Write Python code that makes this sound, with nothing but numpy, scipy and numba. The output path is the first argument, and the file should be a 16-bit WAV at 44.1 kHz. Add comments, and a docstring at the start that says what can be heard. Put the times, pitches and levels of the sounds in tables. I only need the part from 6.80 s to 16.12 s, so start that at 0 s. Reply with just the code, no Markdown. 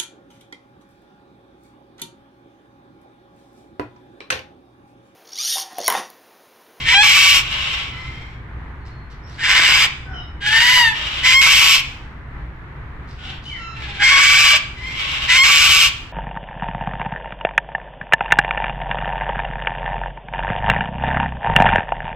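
"""In the crown of a palm a cockatoo screeches six times, close to the microphone.
Its syrinx swings near 1.1 kHz, now as a steadier squeal, mostly in chaos, and rings the throat and open beak.
A second cockatoo answers from further off, other birds whistle faintly and dry fronds brush.
Distant traffic rumbles; filtered noise and a low drone carry it. Echoes return from fronds and surroundings."""
import sys
import numpy as np
from scipy import signal
from scipy.fft import rfft, irfft, next_fast_len
from scipy.io import wavfile
from scipy.ndimage import uniform_filter1d
from numba import njit

SR = 44100
rng = np.random.default_rng(int(sys.argv[2]) if len(sys.argv) > 2 else 0)


def generate_wav(signal):
    """Clip the signal to [-1, 1] and save it as 16-bit WAV at the path in sys.argv[1]."""
    frames = np.transpose(np.atleast_2d(signal))
    scaled = np.clip(frames, -1, 1) * 32767
    pcm = np.round(scaled).astype(np.int16)
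    wavfile.write(sys.argv[1], SR, pcm)


N = 411012
TOP_HZ = 15400  # upper limit of the recorded band

# Near calls. Each row: start, end, attack and release in seconds, relative level in dB, first and top pitch
# in Hz, climb in seconds, roughness (0 clean, 1 full chaos), first and last beak resonance in Hz,
# relative level of the fundamental in dB, relative level of the treble above 4 kHz in dB.
SCREECHES = [ (0.042, 0.632, .08, 0.088, -10.5, 870, 1128, 0.19, .92, 2150, 2580, -18.5, -8.5),
             (2.577, 3.078, 0.14, 0.043, -13, 830, 1079, .12, 1.25, 1870, 2415, -15.5, -10),
             (3.602, 4.138, 0.16, .14, -12, 794.5, 1001, .3, .6, 1720, 2000, -18.5, -10),
             (4.428, 5.015, 0.03, 0.072, -10.5, 986, 1104, .16, .9, 2083, 2690, -17, -7.5),
             (7.191, 7.785, 0.067, .045, -10, 1043, 1153, .28, 0.77, 2060, 2550, -17, -9),
             (8.478, 9.101, 0.03, .055, -11, 965, 1146, .17, 1, 2180, 2650, -17, -7)]
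# How tongue and beak are held in each screech. Each row: lower resonance in Hz and its strength in dB,
# upper resonance in Hz and its strength in dB, sizzle above 9 kHz in dB.
POSTURES = [(1470, -12.5, 5550, 2.5, 5), (1577, 3, 4930, 5, 2), (2910, -1.5, 4600, 6.5, 7.5),
            (1580, -9.5, 5560, 4, 6.5), (1556, 10.5, 4770, 0, 1), (1400, 4, 9800, 0, 4)]
SAG_HZ_PER_S = 1000  # the pitch drops as the breath runs out
ONSET_ROUGH = 0.67  # share of the roughness that is there before the pitch has climbed
TREBLE_DB_PER_OCTAVE, TREBLE_OPENING_DB = 16.5, 2.5  # brighter with pitch, and as the beak opens
FUNDAMENTAL_ONSET_DB, FUNDAMENTAL_RISE_S = -7.5, 0.12  # the fundamental builds up after the onset
FUNDAMENTAL_FLICKER_DB, LEVEL_FLICKER_DB = 2.5, 1.3  # rms
SQUEAL_DB, SQUEAL_FUNDAMENTAL_DB, SQUEAL_TREBLE_DB = 3.5, 5, -4.5  # louder and rounder than the chaos


def near_cockatoo(gain_db=0.35):
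    """Source and filter: the driven pitch climbs, holds and sags while the opening beak retunes the tract."""
    out = np.zeros(N)
    for screech, posture in zip(SCREECHES, POSTURES):
        start, end, attack_s, release_s, db, first_hz, top_hz, climb_s, rough = screech[:9]
        beak_first_hz, beak_last_hz, low_db, treble_db = screech[9:]
        i = span(start, end)
        t = i / SR
        age = t - start
        climb = ramp(age / climb_s)
        opening = age / (end - start)

        sag_hz = SAG_HZ_PER_S * np.maximum(t - (end - release_s), 0)
        hz = first_hz + (top_hz - first_hz) * climb - sag_hz
        beak_hz = beak_first_hz + (beak_last_hz - beak_first_hz) * opening
        treble_db = treble_db + TREBLE_DB_PER_OCTAVE * np.log2(hz / top_hz)
        treble_db = treble_db + TREBLE_OPENING_DB * (opening - 0.5)
        low_db = low_db + FUNDAMENTAL_ONSET_DB * (1 - ramp(age / FUNDAMENTAL_RISE_S))

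        rough = rough * (ONSET_ROUGH + (1 - ONSET_ROUGH) * climb)
        hz, rough, locked = syrinx_lock(t, hz, rough)
        low_flicker_db = FUNDAMENTAL_FLICKER_DB * (1 - locked) * flutter(len(i), 4.3, 22)
        low_db = low_db + SQUEAL_FUNDAMENTAL_DB * locked + low_flicker_db
        treble_db = treble_db + SQUEAL_TREBLE_DB * locked
        db = db + gain_db + SQUEAL_DB * locked + LEVEL_FLICKER_DB * flutter(len(i), 9.8, 20)

        call = voice(syrinx(hz, rough), posture, low_db, treble_db, beak_hz)
        out[i] += sizzle(call, age) * undb(db) * envelope(t, start, end, attack_s, release_s)
    return out


# Moments of steadier squeal, some still rough. Each row: start and end in seconds, roughness,
# pitch ratio (near 1 keeps the register, well below 1 drops it).
SQUEALS = [(0.123, 0.235, .05, 0.77), (3.972, 4.15, 0.18, 0.97), (4.524, 4.616, .05, 0.98),
           (7.15, 7.235, 0.63, .78), (7.295, 7.377, 0.42, 1), (7.716, 7.755, 0.22, .53),
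           (8.562, 8.644, 0.1, 0.97)]
LOCK_S, BREAK_S = 0.035, 0.008  # a squeal settles slowly and breaks at once


def syrinx_lock(t, hz, rough):
    """Mode locking: the chaotic syrinx locks into a squeal and breaks loose; also gives how firmly it locks."""
    locked = np.zeros(len(t))
    for start, end, squeal_rough, ratio in SQUEALS:
        lock = envelope(t, start, end, LOCK_S, BREAK_S)
        hz = np.where(lock > 0.5, hz * ratio, hz)
        rough = rough + lock * (squeal_rough - rough)
        locked = locked + lock
    return hz, rough, locked


def syrinx(hz, rough, slip=0.054, shimmer=0.38, drift=0.02904, waver=0.01974, rasp_db=-13, odd_db=2,
           third_db=-4, fickle=0.29, beat_hz=450, beat_slip=0.086, beat_depth=0.59):
    """Chaotic oscillation: membranes clap once a cycle; in chaos early or late, strong or weak."""
    n = len(hz)
    # the chaos comes in fits, with moments of near order between them
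    rough = rough * np.exp(fickle * flutter(n, 10.56, 54.9))
    # a second, slower swing of the membranes wanders in rate and throws broken sidebands
    beat = 2 * np.pi * np.cumsum(beat_hz * np.exp(0.45 * flutter(n, 5, 22))) / SR
    # a slow flapping tears each partial into strands
    flap = 2 * np.pi * np.cumsum(170 * np.exp(0.35 * flutter(n, 5, 18))) / SR
    wander = waver * flutter(n, 6, 20) + drift * flutter(n, 20.37, 130.8)
    turns = np.cumsum(hz * (1 + (rough + 0.05) * wander)) / SR
    jitter = slip * flutter(n, 70, 439) + beat_slip * np.sin(beat) + 0.056 * np.sin(flap)
    turns = turns + rough * jitter
    # the third harmonic is weak; above it the odd ones stand out
    harmonics_db = [0, 0, third_db] + [-odd_db, odd_db] * 5
    claps = sum(undb(db) * np.cos(2 * np.pi * k * turns) for k, db in enumerate(harmonics_db, 1))
    # air tears through the gap while it is open
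    rasp = unit(rng.standard_normal(n) * (1 + 0.42 * np.cos(2 * np.pi * turns)))
    unevenness = shimmer * flutter(n, 83, 880) + beat_depth * np.cos(beat)
    strength = np.exp(np.minimum(rough, 1) * unevenness)
    return strength * (unit(claps) + undb(rasp_db) * (rough + 0.06) * rasp)


# Response of the throat. Each row: frequency in Hz, gain in dB.
THROAT = [(450, -21), (800, -15), (1100, -11.5), (1350, -9), (1800, -4.5), (2250, -2.5), (2700, -2),
          (3150, 4.5), (3800, -4), (4900, -8.5), (6300, -14), (7700, -15), (9800, -32), (12000, -27.5),
          (15000, -32)]


def voice(source, posture, low_db, treble_db, beak_hz):
    """Formant filtering: throat, tongue and beak ring; effort shifts weight from fundamental to treble."""
    low_hz, low_peak_db, high_hz, high_peak_db, sizzle_db = posture
    throat = colour(source, THROAT)
    fundamental = cut(throat, 1350, "low", order=8)
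    body = cut(throat, [1350, 4000], "band", order=8)
    treble = cut(throat, 4000, "high", order=8)
    body = boost(body, low_hz, width_hz=190, db=low_peak_db)
    body = boost(body, beak_hz, width_hz=550, db=17.5)
    treble = boost(treble, high_hz, width_hz=83, db=high_peak_db)
    treble = colour(treble, [(8000, 0.0066), (11000, sizzle_db)])
    # each band is levelled first, so that the gains alone set the balance
    weighted_low = undb(low_db + 2.4) * steady(fundamental)
    weighted_treble = undb(treble_db + 0.94) * steady(treble)
    return steady(steady(body) + weighted_low + weighted_treble)


def sizzle(call, age, onset_db=-7, rise_s=0.38):
    """Delayed turbulence: the hiss above 9 kHz is held back at the start and builds up after the voice."""
    hiss = colour(call, [(8000, -60), (9500, 0)])
    hiss_gain = undb(onset_db * (1 - ramp(age / rise_s)))
    return call + hiss * (hiss_gain - 1)


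def echo(x, delay_s=0.00605, db=-9, top_hz=5500):
    """Specular reflection: one dull copy from a surface a metre behind the microphone."""
    lag = int(delay_s * SR)
    return x + undb(db) * cut(np.pad(x, (lag, 0))[:N], top_hz, "low", order=1)


def glints(x, db=-6, nearest_s=0.001071, farthest_s=0.0022, sway=0.075):
    """Comb interference: leaf bases beside the bird reflect it; the short paths change as it moves its head."""
    i = np.arange(N)
    paths = []
    for delay_s in np.linspace(nearest_s, farthest_s, 4):
        paths.append(np.interp(i - delay_s * SR * (1 + sway * walk(2)), i, x))
    at_ports = np.array([paths[0] - paths[3], paths[2] - paths[1]])
    return undb(db) * cut(at_ports, 5100, "high")


# Far calls. Each row: start, end, attack and release in seconds, relative level in dB,
# first and last pitch in Hz, first and last roughness.
ANSWERS = [ (-.05, .12, .04, 0.092, -24.5, 1070, 1075, 0.68, 1.1),
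           (0.599, 1.142, 0.12, 0.22, -21, 1090, 1111, 1.1, .9),
           (1.078, 1.615, 0.083, 0.39, -35.5, 993, 1113, .45, 0.49),
           (4.095, 4.48, 0.066, 0.02, -23, 1062, 1113, 1.4, 1.7),
           (6.359, 6.601, 0.11, 0.11, -32, 720, 793, .8, 1.2),
           (6.921, 7.229, .1, .04, -32, 927, 739, 0.54, 0.54),
           (7.93, 8.161, 0.18, 0.051, -27.5, 976, 1099, .4, 0.35),
           (8.093, 8.52, .11, 0.02, -21.5, 1101, 1087, 0.88, 1)]


def far_cockatoo(gain_db=-3.5, flicker_db=1.5):
    """Air absorption dulls the same kind of voice further off; its beak opens wider as the call gets rougher."""
    out = np.zeros(N)
    for start, end, attack_s, release_s, db, first_hz, last_hz, first_rough, last_rough in ANSWERS:
        i = span(start, end)
        hz = np.linspace(first_hz, last_hz, len(i))
        rough = np.linspace(first_rough, last_rough, len(i))
        beak_hz = 2100 + 650 * np.minimum(rough, 1)
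        call = voice(syrinx(hz, rough), POSTURES[0], low_db=-24.0, treble_db=-12.0, beak_hz=beak_hz)
        level = undb(db + gain_db + flicker_db * flutter(len(i), 7.7, 22))
        out[i] += call * level * envelope(i / SR, start, end, attack_s, release_s)
    return colour(out, [(600, 13), (2200, 2.5), (2800, -2.5), (4000, 2), (6000, -3), (9000, -4.5), (14000, -9)])


# Faint clear notes; those near 3.3 s are partials of one falling call. Each row: start and end in seconds,
# first, middle and last pitch in Hz, level in dB, loss per harmonic in dB.
WHISTLES = [ (1.005, 1.38, 1335, 1330, 1296, -48.5, 18), (1.953, 2.32, 4370, 4260, 4260, -65.5, 49),
            (2.416, 2.523, 5200, 5500, 5670, -56, 39), (3.24, 3.39, 1507, 1470, 1245, -41, 40),
            (3.257, 3.395, 790, 747, 626, -46.5, 37), (3.272, 3.488, 5450, 5280, 5090, -56, 44),
            (3.319, 3.429, 3100, 3002, 2890, -38.5, 28), (3.324, 3.496, 3890, 3810, 3560, -55, 42),
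            (6.368, 6.48, 1386, 1476, 1490, -46, 22), (6.639, 6.766, 2910, 3058, 2964, -34, 29),
            (6.686, 6.799, 2400, 2090, 1620, -37, 48), (6.738, 7.007, 1399, 1340, 1356, -38, 5.5)]


def other_birds(waver=0.016):
    """Harmonic synthesis: gliding, nearly pure notes follow a parabola in pitch, with a few harmonics."""
    out = np.zeros(N)
    for start, end, first_hz, middle_hz, last_hz, db, loss_db in WHISTLES:
        i = span(start, end)
        arch = np.polyfit([0, 0.5, 1], [first_hz, middle_hz, last_hz], 2)
        hz = np.polyval(arch, np.linspace(0, 1, len(i)))
        turns = np.cumsum(hz * (1 + waver * flutter(len(i), 28, 260))) / SR
        note = np.zeros(len(i))
        for k in range(1, 6):
            if k * middle_hz < TOP_HZ:
                note += undb(-loss_db * (k - 1)) * np.sin(2 * np.pi * k * turns)
        out[i] += unit(note) * undb(db) * signal.windows.tukey(len(i), 0.7)
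    return out


# Dry fronds brushing. Each row: start in seconds, peak level in dB, twice the time to the peak in seconds.
RUSTLES = [(2.049, -53.5, 0.033), (2.3, -51.5, 0.028), (2.46, -50, 0.21), (6.27, -52.5, 0.059),
           (6.62, -48, 0.13)]


def rustles():
    """Friction noise: short grainy hisses of dry palm leaves."""
    t, swell = np.arange(N) / SR, np.zeros(N)
    for start, db, fade_s in RUSTLES:
        age = np.maximum(t - start, 0) / fade_s * 2
        swell += undb(db) * age * np.exp(1 - age)
    grains = np.exp(0.5 * flutter(N, 40, 430))
    return swell * unit(flutter(N, 2500, 5100) * grains)


# Level difference of the microphone ports. Each row: frequency in Hz, left minus right in dB.
PORT_BALANCE = [(1000, 1), (2200, 0.5), (3000, 5), (3800, -2), (5000, -8), (5700, -4), (6500, 2.5),
                (8500, 1.5), (10500, 0), (11600, -6), (14000, 3.5)]
# Phase difference of the ports. 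Each row: frequency in Hz, lead of the left in radians.
PORT_PHASE = [(500, 0.3), (1200, 0.16), (2200, .55), (2600, .6), (3200, -1.99), (3620, -1.5), (4100, -1.6),
              (5500, -1.37), (8000, -1.2), (14000, -1.58)]


def ports(x):
    """Diffraction: the microphone body shades and delays the direct sound differently at its two ports."""
    n = next_fast_len(N, True)
    # each port takes half of the difference
    half = undb(at_bins(PORT_BALANCE, n) / 2) * np.exp(0.5j * at_bins(PORT_PHASE, n))
    return irfft(rfft(x, n) * np.array([half, 1 / half]), n)[:, :N]


def scatter(x, delay_s, t60_s, top_hz):
    """Diffuse reverberation: dense echoes decay exponentially, different at each port."""
    t = np.arange(SR) / SR
    tails = cut(rng.standard_normal((2, SR)), top_hz, "low", order=1)
    tails = tails * (t > delay_s) * undb(-60 * t / t60_s)
    tails /= np.sqrt(np.sum(tails ** 2, axis=1, keepdims=True))
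    return signal.fftconvolve(x[None], tails, axes=1)[:, :N]


# Spectrum of the roads. Each row: frequency in Hz, relative level in dB.
TRAFFIC = [(15, -13), (25, -4), (42, -7), (60, 3.5), (95, -9), (128, -3.5), (190, -17.5), (310, -19.5),
           (600, -29.5), (900, -24), (2000, -26.5), (2600, -38), (4000, -48.5), (5000, -59), (9000, -70.5),
           (15000, -70.5)]
# Stereo width of the roads. Each row: frequency in Hz, side minus mid in dB.
TRAFFIC_SIDE = [(40, -16.5), (130, -20), (260, -15), (500, -7.5), (1500, -1.5), (6000, 1.5)]


def traffic(level_db=-34, swell_db=-1.5, drone_hz=59, drone_db=-52.5):
    """Shaped noise: a hiss of tyres on distant roads over a throbbing engine rumble alike at both ports."""
    mid = colour(rng.standard_normal(N), TRAFFIC)
    side = colour(colour(rng.standard_normal(N), TRAFFIC), TRAFFIC_SIDE)
    swell = undb(level_db + swell_db * walk(7.6))
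    roads = np.array([mid + side, mid - side]) / np.std(mid) * swell
    drone = unit(resonate(rng.standard_normal(N), np.full(N, float(drone_hz)), 8.5))
    return roads + drone * undb(drone_db)


def undb(db):
    """Logarithmic level: decibels to amplitude gain."""
    return 10 ** (np.asarray(db) / 20)


def unit(x):
    """Power normalisation: scale to rms 1."""
    return x / np.sqrt(np.mean(x ** 2) + 1e-18)


def steady(x, size=900):
    """Envelope flattening: scale to a running rms of 1 over size samples."""
    return x / np.sqrt(np.abs(uniform_filter1d(x ** 2, size)) + 1e-12)


def ramp(x):
    """Saturation: a share held between 0 and 1."""
    return np.clip(x, 0, 1)


def envelope(t, start, end, attack_s, release_s):
    """Amplitude envelope: linear attack, hold and release."""
    return ramp((t - start) / attack_s) * ramp((end - t) / release_s)


def span(start, end):
    """Sampling: the sample numbers between two times in seconds, within the scene."""
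    return np.arange(max(int(start * SR), 0), min(int(end * SR), N))


def at_bins(points, n):
    """Log-frequency interpolation of (Hz, value) rows at the bins of an n-point transform."""
    hz, value = np.transpose(points)
    return np.interp(np.log(np.arange(n // 2 + 1) * SR / n + 1), np.log(hz), value)


def colour(x, points):
    """Spectral shaping: filter by (Hz, dB) rows without phase shift."""
    n = next_fast_len(len(x) + 2048, True)
    return irfft(rfft(x, n) * undb(at_bins(points, n)), n)[:len(x)]


def cut(x, hz, kind, order=2):
    """Band limiting: Butterworth low-, high- or band-pass."""
    sos = signal.butter(order, np.minimum(hz, SR / 2 - 1), kind, fs=SR, output="sos")
    return signal.sosfilt(sos, x)


def flutter(n, lo_hz, hi_hz):
    """Band-limited noise: random motion between two rates at least an octave apart, rms 1."""
    return unit(cut(rng.standard_normal(n), [lo_hz, max(hi_hz, 2 * lo_hz)], "band"))


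def walk(rate):
    """Smoothed random steps: a swell over the whole scene with rate new values a second, spread near 1."""
    k = int(SR / rate)
    return uniform_filter1d(np.repeat(rng.standard_normal(N // k + 1), k), k)[:N]


@njit
def resonate(x, hz, width):
    """Damped resonance: a state-variable band-pass with a moving centre, width in Hz."""
    y, band, low = np.empty(len(x)), 0., 0.
    for i in range(len(x)):
        g, damping = np.tan(np.pi * hz[i] / SR), width / hz[i]
        v = (band + g * (x[i] - low)) / (1 + g * (g + damping))
        band, low, y[i] = 2 * v - band, low + 2 * g * v, damping * v
    return y


def boost(x, hz, width_hz, db):
    """Superposition: add a resonance, fixed or moving, to the sound."""
    return x + undb(db) * resonate(x, hz + np.zeros(len(x)), float(width_hz))


def scene():
    """Superposition of the birds, their echoes from fronds and surroundings, and the traffic."""
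    near = echo(near_cockatoo())
    far = far_cockatoo()
    small = other_birds() + rustles()
    to_fronds = undb(-9) * near + undb(-3) * far + undb(-7) * small
    fronds = scatter(to_fronds, delay_s=0.002, t60_s=0.12, top_hz=13000)
    to_surroundings = undb(-15.5) * near + undb(-7.5) * far + undb(-4.0) * small
    surroundings = scatter(to_surroundings, delay_s=0.02, t60_s=0.53, top_hz=3000)
    direct = ports(near + undb(-2.0) * far + small)
    return direct + glints(near) + fronds + surroundings + traffic()


def record(dry, ceiling_db=-9.0):
    """Level compression: gain control holds down the screeches, peaks are rounded and the top is cut."""
    loudness = np.sqrt(np.abs(uniform_filter1d(np.mean(dry ** 2, axis=0), size=400)))
    held = dry / (1 + (loudness / undb(ceiling_db)) ** 8) ** (1 / 8)
    rounded = held / (1 + np.abs(held / 0.95) ** 6) ** (1 / 6)
    return signal.sosfilt(signal.ellip(12, 0.1, 80, TOP_HZ, fs=SR, output="sos"), rounded)


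dry = scene()
out = record(dry)
generate_wav(out)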